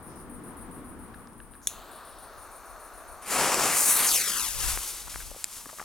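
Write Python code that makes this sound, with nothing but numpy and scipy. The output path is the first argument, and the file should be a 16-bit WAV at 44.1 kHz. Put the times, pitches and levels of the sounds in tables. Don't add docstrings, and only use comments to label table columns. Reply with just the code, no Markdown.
import sys
import numpy as np
from scipy import signal
from scipy.fft import rfft, irfft, next_fast_len
from scipy.io import wavfile
from scipy.ndimage import uniform_filter1d, map_coordinates

SR = 44100
rng = np.random.default_rng(int(sys.argv[2]) if len(sys.argv) > 2 else 0)


def voltage_ratio(decibels):
    exponent = np.asarray(decibels, float) / 20
    return 10 ** exponent


def master_out(mix):
    frames = np.transpose(np.atleast_2d(mix))
    ceiling = np.clip(frames, -1, 1)
    pcm = np.round(ceiling * 32767).astype(np.int16)
    wavfile.write(sys.argv[1], SR, pcm)


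N = 257539
SIZE = next_fast_len(N)
HZ = np.maximum(np.arange(SIZE // 2 + 1) * SR / SIZE, 1)
TIME = np.arange(N) / SR

# pitch_hz, density_db (per Hz)
FIELD_TONE = [(47, -28), (80, -9), (245, 0.5), (480, -8.5), (570, -10.5), (1150, -5.5), (2700, -27),
              (6200, -39), (9400, -35.5), (17000, -37.5)]
# peak_s, level_db, fade_s
PORT_PUFFS = [
    (.85, -54.5, 0.43),
    (3.4, -52, 0.046),
    (4.0, -58, 0.22),
    (4.59, -33.5, 0.068),
    (4.7, -33, 0.048),
    (5.14, -44, 0.086),
    (5.25, -46, 0.061),
]
# start_s, level_db
CRICKET_CHIRPS = [(0.0248, -43), (0.1544, -44), (0.294, -42.5), (0.434, -42), (0.567, -41.5),
                  (0.7084, -42.5), (0.8424, -44.5), (0.9874, -45.5), (1.145, -48), (1.28, -53),
                  (1.3754, -47), (1.5084, -45), (1.9114, -43.5), (2.0472, -43.5), (2.1814, -42.5),
                  (2.3784, -44), (2.5124, -43.5), (2.6514, -45), (2.7954, -43.5), (2.9347, -44),
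                  (3.0754, -43.5), (3.2196, -40.5)]
# pitch_hz, width_hz, level_db
WING_RINGS = [(9270, 610, 3), (9440, 2060, 5), (11500, 2900, -14)]
# time_s, level_db
WING_STROKES = [(0, -28), (.003, -4.5), (.022, -6.5), (.032, -9), (.05, -3), (.075, -8.5), (.1, -12.5),
                (.13, -38)]
# start_s, dull_db, bright_db, bright_hz
HAND_TICKS = [(1.1385, -44, -59, 3100), (1.1427, -36, -53, 3720), (1.1934, -57, -64, 4380),
              (1.272, -43, -50.5, 5000), (1.332, -52, -62, 5370), (1.4015, -37, -49.5, 2700),
              (1.5359, -44, -52, 3090), (1.5444, -55, -56, 3730), (1.5516, -40, -66, 3250),
              (1.6165, -50, -56, 6800), (1.9335, -53, -50, 3360)]
# start_s, dull_db, bright_db, bright_hz
POWDER_SNAPS = [
    (3.5425, -16.5, -17, 7200),
    (5.4417, -28.5, -16.5, 7430),
    (5.5278, -50, -37, 7390),
]
# start_s, level_db, pitch_hz
FOOT_STONES = [(5.071, -36, 1130), (5.078, -33.5, 982), (5.141, -33, 1640), (5.202, -34, 1614),
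               (5.211, -37.5, 1560), (5.313, -34, 584), (5.324, -58, 544), (5.345, -38, 762),
               (5.361, -36, 540), (5.567, -42, 1460), (5.656, -34, 1180), (5.663, -38.5, 306),
               (5.69, -35, 1310), (5.697, -35, 1160), (5.728, -36, 647), (5.736, -43.5, 668),
               (5.784, -33, 1200), (5.795, -26.5, 1450), (5.8, -27, 1180), (5.813, -30, 850),
               (5.824, -34, 1300)]
# start_s, level_db, pitch_hz
STONE_CLACKS = [
    (4.7728, -15.5, 1360),
    (5.157, -21, 1360),
]
# lag_ms, left_gain, right_gain
NEAR_ECHOES = [(.39, 0.0053, -0.0096), (0.481, 0.14, 0.13), (.62, -0.047, -0.041), (.74, 0.019, 0.083),
               (1.15, .03, .14), (1.5, -0.028, -0.093), (1.92, 0.03, 0.014)]
# pitch_hz, density_db (per Hz)
FLAME_TONE = [(150, -26), (250, -2), (516, 0), (660, 4.5), (860, 0.5), (1200, 6), (1700, -2.5),
              (2300, -14.5), (4000, -17)]
# pitch_hz, density_db (per Hz)
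JET_TONE = [(1200, -27), (2200, 11), (3600, 10), (5200, 4), (6800, 4.5), (10000, 3.5), (12300, 4.5),
            (14200, -1), (16000, 1), (17000, -2)]
# pitch_hz, level_db, t60_s
IGNITER_RINGS = [(2210, -7, 0.0081), (3520, -7.5, 0.06), (4160, -12, 0.02), (5830, 3, 0.0097),
                 (6800, 4, 0.012), (7680, -8, 0.045), (8170, 1.5, 0.012), (9550, -4.5, 0.032),
                 (10000, -4, 0.04), (10500, -3, 0.02), (11000, -7, 0.016), (11930, -4, 0.013)]
# time_s, echo_lag_ms
TORCH_DROP = [
    (1.9, 0.25),
    (2.1, 0.22),
    (2.33, .2),
    (2.45, .155),
]
# pitch_hz, density_db (per Hz)
FUSE_TONE = [(60, -17), (200, -6), (700, 0), (1200, 6), (1700, 0), (2200, 0.5), (4000, 0.5), (7000, 4),
             (10000, 5), (13000, 1.5), (16500, -4.5)]
# time_s, burn_db, aim (of its gas jet at the camera, 0-1)
FUSE_LYING = [
    (3.215, -63, 0.23),
    (3.32, -33, .28),
    (3.42, -31, 0.05),
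    (3.574, -35, 0.14),
    (3.645, -29, 0.23),
    (3.71, -32, .2),
    (3.79, -27, 0.76),
    (3.92, -22, 0.91),
    (4.03, -27.5, 0.67),
]
# time_s, burn_db, aim (0-1)
FUSE_FLUNG = [
    (4.14, -23.5, 1),
    (4.316, -33, 0.67),
    (4.446, -32, .8),
    (4.55, -38, 0.78),
    (4.69, -29.5, 0.81),
    (4.77, -36, 0.76),
    (4.92, -35, 0.92),
    (5.04, -41, 0.76),
    (5.14, -39.5, 0.81),
]
# time_s, echo_lag_ms
FUSE_SWING = [
    (3.9, .114),
    (3.99, .078),
    (4.06, .088),
    (4.11, .2),
    (4.19, .44),
    (4.31, .615),
    (4.375, .65),
    (4.5, 1.1),
    (4.66, 2.8),
]

BREEZE_DB, BREEZE_WANDER_DB, FIELD_PAN_DB = -58.5, 1, 2.2
CAR_S, CAR_NEARS_DB_S, CAR_LEAVES_DB_S = 0.91, 1.5, 16.5
CAR_AIR_DB, CAR_RUMBLE_DB, DRONE_AIR_DB, DRONE_RUMBLE_DB = -50, -45, -56, -67
TICK_HZ, TICK_PAN_DB, SNAP_HZ, SNAP_PAN_DB = 1640, 3, 2500, 2
STONE_T60_S, CLACK_T60_S = 0.017, .004
VALVE_S, LEAK_DB, FLARE_DB, FLARE_S = 1.615, -53, -35.5, 0.037
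IGNITER_S, IGNITER_DB = 1.6717, -6.5
FLAME_DB, FLAME_RISE_S, TORCH_AWAY_S, TORCH_AWAY_DB_S = -47.5, 0.04, 3.24, 60
JET_DB, BURST_DB, BURST_S, SETTLE_DB, SETTLE_S = -56.5, -43, 0.033, -57.5, 0.21
THROWN_FROM_M, UP_M_S, AWAY_M_S, HAND_M, CAMERA_M = 2.14, 7.1, 4.3, .69, 1.5
ROAR_DB, FIZZ_DB, SIZZLE_DB = (7.5, -14.5), (3, -11.5), (-16.5, -4.5)
FIZZ_LIFTED_DB, SIZZLE_LIFTED_DB, TUMBLE_DB = 5, -3, .9
ECHO_SHARE, ECHO_HALF_MS, ECHO_FAR, ECHO_LYING = 0.56, 3.3, 0.13, 0.52
STONE_ECHO_MS, STONE_ECHO_WANDER, STONE_ECHO_SHARE = .42, .15, .17
FUSE_PAN_DB, SWING_PAN_DB, SWING_S, SWING_WIDE_S = 2.5, 3, 4.49, 0.22
SELF_NOISE_DB = -71
SPLITS_HZ, TOP_HZ = (9200, 11200, 13600, 21000), 16650


def level(x, db):
    return x * voltage_ratio(db) / np.sqrt(np.mean(x ** 2))


def curves(rows):
    s, *columns = np.transpose(rows)
    return [np.interp(TIME, s, c) for c in columns]


def shape(x, gain):
    return irfft(rfft(x, SIZE) * gain, SIZE)[..., :N]


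def colour(points):
    hz, db = np.transpose(points)
    return voltage_ratio(np.interp(np.log(HZ), np.log(hz), db))


def below(hz, order=2):
    return 1 / (1 + (HZ / hz) ** (2 * order))


def ring(hz, width_hz):
    return 1 / (1 + 1j * (HZ / hz - hz / HZ) * hz / width_hz)


def damped(hz, t60):
    t = TIME[:int(.08 * SR)]
    return np.sin(2 * np.pi * hz * t) * np.exp(-np.log(1000) * t / t60)


def walk(rate):
    k = int(SR / rate)
    held = np.repeat(rng.standard_normal(N // k + 1), k)
    return 1.28 * uniform_filter1d(uniform_filter1d(held, k), k)[:N]


def restless(x, gain, flicker_db, rate, lo_hz, hi_hz):
    bins, out = rfft(x, SIZE) * gain * (below(hi_hz) - below(lo_hz)), 0
    first, last = round(np.log2(lo_hz)), round(np.log2(hi_hz))
    pitch = np.clip(np.log2(HZ), first, last)
    for octave in range(first, last + 1):
        share = np.clip(1 - abs(pitch - octave), 0, 1)
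        out = out + voltage_ratio(flicker_db * walk(rate)) * irfft(bins * share, SIZE)[..., :N]
    return level(out, 0)


def add(out, s, x):
    i = int(s * SR)
    out[..., i:i + x.shape[-1]] += x[..., :N - i]


def pan(db):
    return voltage_ratio(np.array([db, -db]) / 2).reshape(2, -1)


def twin(x, wide, hz):
    return x[0] + wide * shape(x[1], 1 - 0.75 * below(hz, order=1)) * np.array([[1], [-1]])


def delay(x, ms):
    return map_coordinates(x, [np.arange(N) - ms * SR / 1000], order=3)


def side(x, db):
    return np.array([x[0], delay(x[1], 0.0072 * db)]) * pan(db)


def bounce(x, lag_ms, share, dull_hz):
    dulled = shape(x, np.sqrt(below(dull_hz, order=1)))
    echo = np.array([delay(c, lag_ms) for c in dulled])
    return (x + share * echo) / np.sqrt(1 + share ** 2)


def nearby(x, share):
    ms, *gains = np.transpose(NEAR_ECHOES)
    turns = np.exp(-2j * np.pi * np.outer(ms / 1000, HZ))
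    return x + share * shape(x, np.array(gains) @ turns)


def traffic(car_air, car_rumble):
    noise = rng.standard_normal((4, N))
    air = level(shape(twin(noise[:2], 1.0, 1900), colour(FIELD_TONE) * (1 - below(347))), 0)
    air = air * voltage_ratio(1.2 * walk(7))
    rumble = restless(twin(noise[2:], 1.0, 5000), colour(FIELD_TONE), 1.6, 11, 51, 540)
    hum = voltage_ratio(-13) * np.sin(2 * np.pi * 481 * TIME + 1.5 * walk(9))
    return air * car_air + (rumble + hum) * car_rumble


def wind(port_noise):
    puffs = level(shape(port_noise, ring(36, 40) ** 2), 0) * pan(6.5)
    strength = voltage_ratio(BREEZE_DB + BREEZE_WANDER_DB * walk(6.02))
    for s, db, fade in PORT_PUFFS:
        strength = strength + voltage_ratio(db) * np.exp(-abs(TIME - s) / fade)
    return puffs * strength * voltage_ratio(1.7 * walk(17))


def field():
    car = voltage_ratio(np.where(TIME < CAR_S, CAR_NEARS_DB_S, -CAR_LEAVES_DB_S) * (TIME - CAR_S))
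    air_gain = np.hypot(car * voltage_ratio(CAR_AIR_DB), voltage_ratio(DRONE_AIR_DB))
    rumble_gain = np.hypot(car * voltage_ratio(CAR_RUMBLE_DB), voltage_ratio(DRONE_RUMBLE_DB))
    chorus_noise, rustle_noise, port_noise = rng.standard_normal((3, 2, N))
    chorus = level(shape(chorus_noise, ring(9370, 1450) ** 2), -62.5)
    chorus = chorus * np.interp(TIME, [1.6, 1.75, 1.9, 2.4], [1, .3, 0.25, 0.85])
    rustle = level(shape(rustle_noise, ring(5300, 2500) ** 2), -66.0)
    rustle = rustle * np.interp(TIME, [.04, .1, .22, .25], [0, 1, 1, 0])
    deep = level(shape(port_noise[0] + .5 * rustle_noise, ring(71.4, 29.0) ** 2), -9.5) * rumble_gain
    far = (traffic(air_gain, rumble_gain) + chorus) * pan(FIELD_PAN_DB)
    return far + rustle + deep + wind(port_noise)


def cricket():
    effort = np.zeros(N)
    stroke = voltage_ratio(np.interp(TIME[:int(.13 * SR)], *np.transpose(WING_STROKES)))
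    for s, db in CRICKET_CHIRPS:
        add(effort, s, voltage_ratio(db) * stroke)
    teeth = (rng.random(N) < 700 / SR) * voltage_ratio(4.0 * rng.standard_normal(N))
    scrape = level(teeth, -9.5) + twin(rng.standard_normal((2, N)), 1.0, 3000)
    wing = sum(voltage_ratio(db) * ring(hz, width) ** 2 for hz, width, db in WING_RINGS)
    wing = wing * (1 - below(8400, order=8))
    return side(level(shape(scrape, wing), -3) * effort, 5.9)


def ticks():
    out = np.zeros((2, N))
    for rows, hz, pan_db in ((HAND_TICKS, TICK_HZ, TICK_PAN_DB), (POWDER_SNAPS, SNAP_HZ, SNAP_PAN_DB)):
        for s, db, edge_db, edge_hz in rows:
            edge = damped(edge_hz, .0025) - .6 * damped(1.55 * edge_hz, .0012)
            edge = edge + .4 * damped(.68 * edge_hz, .003) + .3 * damped(2.1 * edge_hz, .0008)
            tick = (voltage_ratio(db) * damped(hz, 0.011) + voltage_ratio(edge_db + 9.5) * edge) * pan(pan_db)
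            add(out, s + 0.001, tick)
            add(out, s + .0019, -.35 * tick)
    return shape(out, ring(1300, 1700) * 1j * HZ / 1700)


def gravel():
    out = np.zeros((2, N))
    for rows, ring_s in ((FOOT_STONES, STONE_T60_S), (STONE_CLACKS, CLACK_T60_S)):
        for s, db, hz in rows:
            t60 = ring_s * (1000 / hz) ** 0.38
            knock = damped(hz, t60) + .5 * damped(1.4 * hz, 1.05 * t60)
            add(out, s + 0.00212, voltage_ratio(db) * knock * pan(3.0))
    return out


def igniter(jet):
    snap = 0
    for k, (hz, db, t60) in enumerate(IGNITER_RINGS):
        snap = snap + (-1) ** k * voltage_ratio(db) * damped(hz, min(t60, .03))
    crack = jet[:, :len(snap)] * np.exp(-(TIME[:len(snap)] / 0.0016) ** 2)
    body = 0.05 * damped(640, 0.0083) + 0.061 * damped(1700, .008)
    return voltage_ratio(IGNITER_DB) * (snap / abs(snap).max() + 0.093 * crack + body)


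def torch():
    since = np.maximum(TIME - IGNITER_S, 0)
    lit = (since > 0) * voltage_ratio(-TORCH_AWAY_DB_S * np.maximum(TIME - TORCH_AWAY_S, 0))
    flame_gain = lit * voltage_ratio(FLAME_DB) * np.tanh((since / FLAME_RISE_S) ** 2)
    burst = voltage_ratio(BURST_DB) * np.exp(-since / BURST_S)
    settle = voltage_ratio(SETTLE_DB) * np.exp(-since / SETTLE_S)
    jet_gain = lit * (voltage_ratio(JET_DB) + burst + settle)
    noise = rng.standard_normal((4, N))
    flame = restless(twin(noise[:2], 0.23, 3000), colour(FLAME_TONE), 0.99, 18, 245, 2460)
    jet = level(shape(twin(noise[2:], 0.31, 3000), colour(JET_TONE)), 0)
    grounded_jet = bounce(jet * jet_gain, curves(TORCH_DROP)[0], .48, 11000)
    out = flame * flame_gain + nearby(grounded_jet, np.interp(TIME, [2.35, 2.45], [.6, 2.0]))
    valve = ring(6640, 2100) ** 2 + .7 * ring(9800, 3500) ** 2 + .25 * ring(16000, 2500) ** 2
    leak = voltage_ratio(LEAK_DB) * np.clip((TIME - VALVE_S) / 0.019, 0, 1)
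    flare = voltage_ratio(FLARE_DB) * np.exp(-since / FLARE_S)
    out = out + level(shape(jet, valve), 0) * np.where(since > 0, flare, leak)
    add(out, IGNITER_S, igniter(jet))
    return side(out, 2.1)


def flight():
    t = np.maximum(TIME - FUSE_SWING[-1][0], 0)
    metres = THROWN_FROM_M + AWAY_M_S * t
    height = HAND_M + UP_M_S * t - 9.81 / 2 * t ** 2
    thrown_ms = 2000 * height * CAMERA_M / metres / 343
    return metres, np.where(t > 0, thrown_ms, curves(FUSE_SWING)[0])


def powder():
    spark_gain = voltage_ratio(np.minimum(5.9 * rng.exponential(size=N), 12))
    sparks = (rng.random(N) < 1500 / SR) * spark_gain * np.sign(rng.standard_normal(N))
    gas = rng.standard_normal((2, N)) * voltage_ratio(1.07 * walk(220) + 1.0 * walk(30))
    return twin(gas, 0.37, 3900) + level(sparks, -11.5)


def fuse():
    burn_db, aim = curves(FUSE_LYING + FUSE_FLUNG)
    metres, lag_ms = flight()
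    lifted = np.interp(TIME, [3.96, 4.06], [0, 1])
    tumble = TUMBLE_DB * np.interp(TIME, [4.75, 5.0], [0, 1])
    hiss_db = burn_db - 20 * np.log10(metres / THROWN_FROM_M) + tumble * walk(26)
    roar_db, fizz_db, sizzle_db = (off + (on - off) * aim for off, on in (ROAR_DB, FIZZ_DB, SIZZLE_DB))
    fizz_db = fizz_db + FIZZ_LIFTED_DB * lifted
    sizzle_db = sizzle_db + SIZZLE_LIFTED_DB * lifted

    burn, tone = powder(), colour(FUSE_TONE)
    roar = restless(burn, tone, 1.2, 22, 70, 2000)
    fizz = restless(burn, tone, 1.1, 25, 2000, 6000)
    hiss = restless(burn, tone, 1.1, 25, 6000, 11500)
    sizzle = restless(burn, tone, 1.1, 25, 11500, 19000)
    direct = hiss + fizz * voltage_ratio(fizz_db) + roar * voltage_ratio(roar_db) + sizzle * voltage_ratio(sizzle_db)
    direct = direct * voltage_ratio(hiss_db) * (TIME > FUSE_LYING[0][0])

    share = ECHO_FAR + ECHO_SHARE / (1 + (lag_ms / ECHO_HALF_MS) ** 2)
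    share = np.clip(share * np.interp(TIME, [3.75, 4.15], [ECHO_LYING, 1]), 0, 1)
    grounded = np.interp(TIME, [4.0, 4.12], [1.2, 0])
    lag_ms = lag_ms * (1 + .1 * grounded * walk(14))
    echoed = bounce(direct, lag_ms, share, 5800)
    stone_ms = STONE_ECHO_MS * (1 + STONE_ECHO_WANDER * walk(9))
    echoed = bounce(echoed, stone_ms, STONE_ECHO_SHARE * grounded, 12000)
    clutter = 0.27 * grounded * np.clip(1 + 0.49 * walk(11), 0, 2)
    pan_db = FUSE_PAN_DB + SWING_PAN_DB * np.exp(-((TIME - SWING_S) / SWING_WIDE_S) ** 2)
    return side(nearby(echoed, clutter), pan_db)


def scene():
    return field() + cricket() + ticks() + gravel() + torch() + fuse()


def shared_treble(mix):
    out = shape(mix, below(SPLITS_HZ[0], order=40))
    for lo_hz, hi_hz in zip(SPLITS_HZ, SPLITS_HZ[1:]):
        high = shape(mix, below(hi_hz, order=40) - below(lo_hz, order=40))
        common = high.mean(axis=0)
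        power = uniform_filter1d(np.array([*high, common]) ** 2, size=1024) + 1e-14
        out = out + common * np.sqrt(abs(power[:2] / power[2]))
    return shape(out, below(TOP_HZ, order=150))


def roll_off(x):
    return signal.sosfilt(signal.butter(12, 17850, fs=SR, output="sos"), x)


def record(dry):
    hiss = level(shape(rng.standard_normal((2, N)), ring(4000, 9000)), SELF_NOISE_DB)
    mix = 0.57 * np.tanh((dry + hiss) / 0.64)
    return roll_off(shared_treble(mix))


dry = scene()
out = record(dry)
master_out(out)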